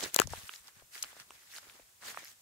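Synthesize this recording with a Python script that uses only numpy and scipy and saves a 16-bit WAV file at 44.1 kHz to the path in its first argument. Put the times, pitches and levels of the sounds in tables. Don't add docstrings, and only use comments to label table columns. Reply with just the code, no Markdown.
import sys
import numpy as np
from scipy import signal
from scipy.fft import rfft, irfft, next_fast_len
from scipy.io import wavfile
from scipy.ndimage import uniform_filter1d, map_coordinates

SR = 44100
rng = np.random.default_rng(int(sys.argv[2]) if len(sys.argv) > 2 else 0)


def undo_db(level):
    steps = np.asarray(level, float) / 20
    return 10 ** steps


def transcribe(u):
    v = np.clip(np.atleast_2d(u).T, -1, 1)
    q = np.round(v * 32767).astype(np.int16)
    wavfile.write(sys.argv[1], SR, q)


N = 106369

# peak t/s, rise/s, fall/s, level/dB, tilt/(dB per octave)
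SHOE_SWEEPS = [(0.034, 0.073, 0.046, -39, -0.3), (0.141, 0.014, 0.035, -49.5, 1),
               (.168, 0.0094, 0.012, -52.5, -1), (0.208, 0.022, 0.026, -38.5, -2),
               (0.328, 0.034, 0.11, -47, 0.3), (.55, 0.12, 0.053, -53.5, 2.5), (.68, 0.039, 0.021, -56, 0),
               (.79, 0.046, 0.039, -59, -7), (0.952, 0.025, 0.061, -47.5, 5.5),
               (1.037, 0.045, .1, -54.5, -0.4), (1.212, 0.082, 0.023, -54, -1),
               (1.332, 0.061, 0.2, -60.5, -0.1), (1.55, 0.059, 0.032, -60.5, 2.2),
               (1.574, 0.037, 0.019, -50, 2), (1.68, 0.11, 0.14, -57.5, -0.45),
               (2.03, 0.018, 0.026, -60.5, -2.5), (2.074, 0.032, 0.064, -43, .5),
               (2.19, 0.045, 0.069, -54, -0.5), (2.276, 0.037, 0.057, -55, 1.3)]
# t/s, peak level/dB, f/Hz, left over right/dB
STALK_SNAPS = [(.008, -32, 3600, 18.5), (.0271, -27, 3220, 0.5), (.0306, -33, 5000, -5.5),
               (.0355, -26, 5020, -6), (.0392, -24, 5250, -5), (.0418, -26.5, 3920, -0.5),
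               (.138, -40, 6980, 3), (.142, -31, 9020, 13.5), (.2728, -28, 6280, -15.5),
               (.3037, -35.5, 6040, 0.5), (.5308, -45, 3180, -4), (.6729, -37.5, 5530, -3),
               (.6819, -37.5, 4570, -7.5), (.9548, -36, 2070, -4), (1.0254, -26.5, 5670, -2.5),
               (1.0267, -18, 5470, 8), (1.0293, -16, 6890, 5), (1.031, -29, 7960, 12),
               (1.0396, -29, 2900, -5), (1.0449, -33, 4545, 2), (1.2002, -32, 5170, 4),
               (1.583, -31, 4930, 1.5), (1.6979, -39, 2460, 3), (2.124, -42.5, 6930, -1),
               (2.2822, -37, 6430, -1.5)]
# t/s, peak level/dB, f/Hz, left over right/dB
CLOD_POPS = [(.0275, -36, 583, -9.5), (.036, -43, 380, -18), (.0395, -38, 614, -16), (.1536, -37, 1510, 4),
             (.2755, -39.5, 570, 5), (.3359, -24, 820, 2.5), (.4945, -52.5, 410, -8),
             (.686, -46.5, 1112, -1.5), (.8235, -48.5, 626, 6), (.962, -52.5, 455, 2),
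             (1.038, -35.5, 1310, -4), (1.0452, -38, 1370, -1), (1.1312, -46, 855, 1),
             (1.1676, -45, 690, 1), (1.2, -40, 1570, -11.5), (1.307, -54, 380, 0.5), (1.5845, -35, 1440, 0),
             (1.6715, -53.5, 420, -7), (1.7964, -50, 627, 10), (1.8, -49.5, 468, 4),
             (2.1164, -43, 1700, -20), (2.1465, -33.5, 1370, -6), (2.1744, -24, 1214, -3.5),
             (.3402, -37, 900, -3), (2.139, -45, 1500, 0), (2.232, -47, 550, 3)]
# t/s, tick level/dB, tick f/Hz, knock level/dB, knock f/Hz
CASE_SLIPS = [
    (0.1451, -6.5, 6600, -20.5, 1940),
    (0.1625, -1, 7780, -15.5, 450),
    (0.1901, -4.5, 2780, -6.5, 775),
    (0.1994, -0.5, 6900, -7.5, 339),
    (0.2178, -13.5, 7500, -18, 1150),
]
SLIP_CREEPS_DB = [-36, -41, -29, -45, -35]
# t/s, left peak level/dB, f/Hz, right re left/dB
FINGER_PRESSES = [(.246, -36.5, 109.5, -26), (0.201, -38, 85, -20), (0.258, -32, 98, -28),
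                  (0.283, -43, 90, -23), (0.309, -37.5, 87.5, -23), (.323, -35.5, 105, -29),
                  (0.353, -47, 90, -9), (.378, -42.5, 93, -19), (0.438, -47.5, 88, -18),
                  (0.608, -64.5, 55, -10), (.77, -54.5, 112, -18), (0.83, -57, 60.6, -18.5),
                  (1.21, -59, 121, -2), (1.687, -69, 65.6, 1.5), (1.83, -63, 54.5, -16)]
# t/s, peak level/dB, f/Hz, left over right/dB
SINGLE_RINGS = [(0.0277, -35.5, 480, -10.5), (.0307, -32, 6440, -13), (0.0357, -27, 4060, 2),
                (0.0352, -31.5, 7740, -9), (0.0366, -36.5, 407, -11), (0.0397, -27, 6300, -13),
                (0.0395, -36, 8600, -6), (0.0447, -39.5, 355, -6), (.062, -43.5, 403, -9),
                (0.1444, -16, 13000, 0), (0.1454, -24, 10100, 3.5), (.16255, -22.5, 3900, 6),
                (.16255, -27, 13400, -2.5), (.1905, -22, 6800, 3), (.1996, -20, 2730, 14.5),
                (.1996, -19, 13500, -2.5), (0.2011, -21, 1500, 13), (0.2188, -21.5, 1294, 13.5),
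                (0.4944, -33.5, 1400, -6), (0.4934, -30, 2920, -5.5), (0.5387, -39.5, 1960, 5),
                (.538, -37.5, 3520, 2), (.538, -44.5, 4530, -2.5), (0.5607, -40, 4010, 5),
                (0.5602, -37.5, 5440, -4.5), (.5603, -42.5, 7500, -3), (1.3075, -43, 1070, 6),
                (1.3067, -41, 2810, 0), (1.3063, -47.5, 5780, -5), (1.3068, -43, 8600, -8),
                (1.5352, -50, 1750, -4), (1.538, -43.5, 1880, 3), (1.552, -43, 1940, -8),
                (1.564, -35, 4420, -8), (1.698, -47, 3240, 0), (1.737, -54, 4500, -4),
                (1.8, -51, 2400, 0.5), (2.024, -44.5, 1800, 1), (2.0295, -46, 1840, -1.5),
                (2.037, -46, 1504, -3), (2.064, -39, 7000, 1), (2.07, -47, 1510, 0), (2.08, -44, 1800, 0),
                (2.0852, -39, 4550, 2), (2.102, -40.5, 2700, 6), (2.102, -38, 7540, -7),
                (2.2475, -35, 11900, 0), (2.2475, -42, 5240, -2), (2.2557, -44, 1950, 2),
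                (2.2553, -41, 4580, -2)]
# f/Hz, density level/dB
BLADE_SPECTRUM = [(24, -53), (40, -27), (479, -13), (570, -10.5), (697, -9), (1850, 0), (2150, -2.5),
                  (7170, -4.5), (16000, -13.5)]
# f/Hz, density level/dB
FIELD_SPECTRUM = [(20, -28.5), (40, -15), (90, -5.5), (250, -14.5), (500, -11), (4900, -9), (7000, -5.5),
                  (15700, -11.5)]
# f/Hz, likeness/1
PORT_LIKENESS = [(60, 0.9), (240, 0.77), (950, 0.15), (3770, 0.027), (15000, 0.1)]
# pitch ratio/1, level/dB
CRACK_MODES = [(1.015, 3.5), (0.717, -14), (1.446, 0), (2.4, -19)]

FIELD_DB, WHINE_HZ, WHINE_DB = -63.5, 13615, -78
SNAP_CYCLES, POP_CYCLES = 6, 3.2
DEBRIS_DB, DEBRIS_S = -19, .003
CRACKLE_DB, PATCH_DB = 2.5, 2
GRIP_LAG_S, CREEP_S = .0003, .0029
GRIP_RIGHT_DB, KNOCK_RIGHT_DB = -11.5, -15.5
BUZZ_DB, BUZZ_S = -20.5, .0006
RING_S = .0005
DIFFUSE_TOP_HZ, EDGE_HZ = 15750, 16950
LAG_S_PER_DB = -.00002


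def unit(x):
    return x / np.sqrt(np.mean(x ** 2) + 1e-20)


def along(points, hz):
    f, v = np.transpose(points)
    return np.interp(np.log(hz + 1), np.log(f + 1), v)


def wobble(rate_hz):
    knots = rng.standard_normal(int(N * rate_hz / SR) + 4)
    return map_coordinates(knots, [np.arange(N) * rate_hz / SR])


def coloured(pair, spectrum, tilt_db):
    m = next_fast_len(N + SR // 4)
    hz = np.fft.rfftfreq(m, 1 / SR)
    turn = np.arccos(np.clip(along(PORT_LIKENESS, hz), -1, 1)) / 2
    level_db = along(spectrum, hz) + tilt_db * np.log2((hz + 1) / 3000)
    gain = undo_db(level_db) * (hz < DIFFUSE_TOP_HZ) * [np.cos(turn), np.sin(turn)]
    mid, side = irfft(rfft(pair, m) * gain, m)[:, :N]
    return unit(np.array([mid + side, mid - side]))


def add(out, s, x, pan_db, lag_s):
    out[0, round(s * SR):][:x.shape[1]] += undo_db(pan_db / 2) * x[0]
    out[1, round((s + lag_s) * SR):][:x.shape[1]] += undo_db(-pan_db / 2) * x[1]


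def click(hz, cycles, droop=0., debris_db=DEBRIS_DB, onset=3.3):
    t = np.arange(SR // 30) / SR
    ratio, db = np.transpose(CRACK_MODES)[:, :, None]
    draw = rng.standard_normal((2, 2, len(CRACK_MODES), 1)) * (db < 0)
    f = np.clip(hz * ratio * np.exp(0.097 * draw[0]), 100, SR / 2.6)
    bent_t = t + droop * (1 - np.exp(-t * hz)) / hz
    decay = undo_db(db + 0.96 * draw[1] - 30 * t * f / cycles)
    attack = (1 - np.exp(-t * hz * onset)) ** 2
    modes = (decay * attack * np.cos(2 * np.pi * f * bent_t)).sum(1)
    edges_hz = np.clip([hz / 1.92, hz * 1.9], 50, SR / 2.4)
    band = signal.butter(2, edges_hz, "band", fs=SR, output="sos")
    noise = unit(signal.sosfilt(band, rng.standard_normal((2, len(t)))))
    debris = undo_db(debris_db) * noise * np.exp(-t / DEBRIS_S) * (1 - np.exp(-t * hz))
    high = signal.butter(3, hz / 2.32, "high", fs=SR, output="sos")
    return signal.sosfilt(high, modes / np.abs(modes).max() + debris)


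def field():
    hiss = coloured(rng.standard_normal((2, N)), FIELD_SPECTRUM, 0)
    hiss = undo_db(FIELD_DB + 0.27 * wobble(4.3)) * hiss
    air_spectrum = [(20, -22.5), (60, 5.5), (150, -5.0), (400, -32), (500, -120)]
    air = coloured(rng.standard_normal((2, N)), air_spectrum, 0)
    air = undo_db(-87.0 + 2.6 * np.array([wobble(18), wobble(13)])) * air
    phase = 2 * np.pi * WHINE_HZ * np.arange(N) / SR + 2 * wobble(20)
    whine = undo_db(WHINE_DB + 1.7 * wobble(10)) * np.sin(phase)
    return hiss + air + whine


def rings():
    out = np.zeros((2, N + SR))
    t = np.arange(SR // 50) / SR
    for s, db, hz, pan_db in SINGLE_RINGS:
        swell_s = RING_S * (1000 / hz) ** .7
        shape = (t / swell_s / 2) ** 2 * np.exp(2 - t / swell_s)
        phase = rng.uniform(0, 2 * np.pi) + rng.normal(0, .3, (2, 1))
        ring = shape * np.sin(2 * np.pi * hz * t + phase)
        add(out, s - 2 * swell_s, undo_db(db) * ring, pan_db, 0)
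    return out[:, :N]


def fingers():
    t = np.arange(N) / SR
    out = np.zeros((2, N))
    for s, db, hz, right_db in FINGER_PRESSES:
        cycle = (t - s) * hz
        shape = np.exp(-np.abs(cycle / np.where(cycle < 0, .35, .9)))
        phase = rng.uniform(-2.0, 1) + 0.74 * wobble(250)
        push = shape * np.cos(2 * np.pi * cycle + phase)
        out += undo_db(db) * push * undo_db([[0], [right_db]])
    return out


def grip():
    out = np.zeros((2, N + SR))
    t = np.arange(SR // 50) / SR
    for (s, tick_db, tick_hz, knock_db, knock_hz), creep_db in zip(CASE_SLIPS, SLIP_CREEPS_DB):
        tick = click(tick_hz, 5.35, debris_db=-26.5)
        buzz = rng.standard_normal((2, len(t))) * np.exp(-t / BUZZ_S)
        tick[:, :len(t)] += undo_db(BUZZ_DB) * buzz
        knock_cycles = 3 * np.sqrt(knock_hz / 500)
        knock = click(knock_hz, knock_cycles, droop=0.65, debris_db=-21.5, onset=16)
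        creep = rng.standard_normal((2, len(t))) * np.exp((t - t[-1]) / CREEP_S)
        start_s = s - 1 / tick_hz
        add(out, start_s, undo_db(tick_db + GRIP_RIGHT_DB / 2) * tick, -GRIP_RIGHT_DB, GRIP_LAG_S)
        add(out, start_s, undo_db(knock_db + KNOCK_RIGHT_DB / 2) * knock, -KNOCK_RIGHT_DB, 2 * GRIP_LAG_S)
        add(out, s - t[-1], undo_db(creep_db) * creep, 6, GRIP_LAG_S)
    return out[:, :N]


def stalks_and_clods():
    out = np.zeros((2, N + SR))
    for table, cycles in ((STALK_SNAPS, SNAP_CYCLES), (CLOD_POPS, POP_CYCLES)):
        for s, db, hz, pan_db in table:
            add(out, s - 1 / hz, undo_db(db) * click(hz, cycles), pan_db, -pan_db * LAG_S_PER_DB)
    return out[:, :N]


def patchy(depth_db, size, bins, frames, skew):
    z = signal.stft(rng.standard_normal((2, N)), nperseg=size)[2]
    patches = uniform_filter1d(rng.standard_normal(z.shape[1:]), bins, 0)
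    patches = unit(uniform_filter1d(patches, frames, 1))
    return z, undo_db(depth_db * (patches + skew * patches * np.abs(patches)))


def crackle():
    z, gain = patchy(CRACKLE_DB, size=64, bins=7, frames=2, skew=.15)
    bursts = signal.istft(z * gain, nperseg=64)[1][:, :N]
    _, gain = patchy(PATCH_DB, size=512, bins=12, frames=6, skew=0)
    z = signal.stft(bursts, nperseg=512)[2]
    return signal.istft(z * gain, nperseg=512)[1][:, :N]


def grass():
    t = np.arange(N) / SR
    dull, bright = [coloured(crackle(), BLADE_SPECTRUM, tilt_db) * undo_db(1.5 * wobble(60))
                    for tilt_db in (-2.5, 1.5)]
    out = np.zeros((2, N))
    for s, rise_s, fall_s, db, tilt in SHOE_SWEEPS:
        share = np.clip(.5 + tilt / 4, 0, 1)
        shape = np.exp(-np.abs((t - s) / np.where(t < s, rise_s, fall_s)) ** 1.51)
        out += undo_db(db) * shape * (np.sqrt(1 - share) * dull + np.sqrt(share) * bright)
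    return out


def scene():
    return field() + rings() + fingers() + grip() + stalks_and_clods() + grass()


def band_limit(x):
    return signal.sosfilt(signal.butter(12, 16970, fs=SR, output="sos"), x)


def record(dry):
    m = next_fast_len(N + SR // 4)
    passed = np.fft.rfftfreq(m, 1 / SR) < EDGE_HZ
    mix = irfft(rfft(dry, m) * passed, m)[:, :N]
    return band_limit(mix)


dry = scene()
out = record(dry)
transcribe(out)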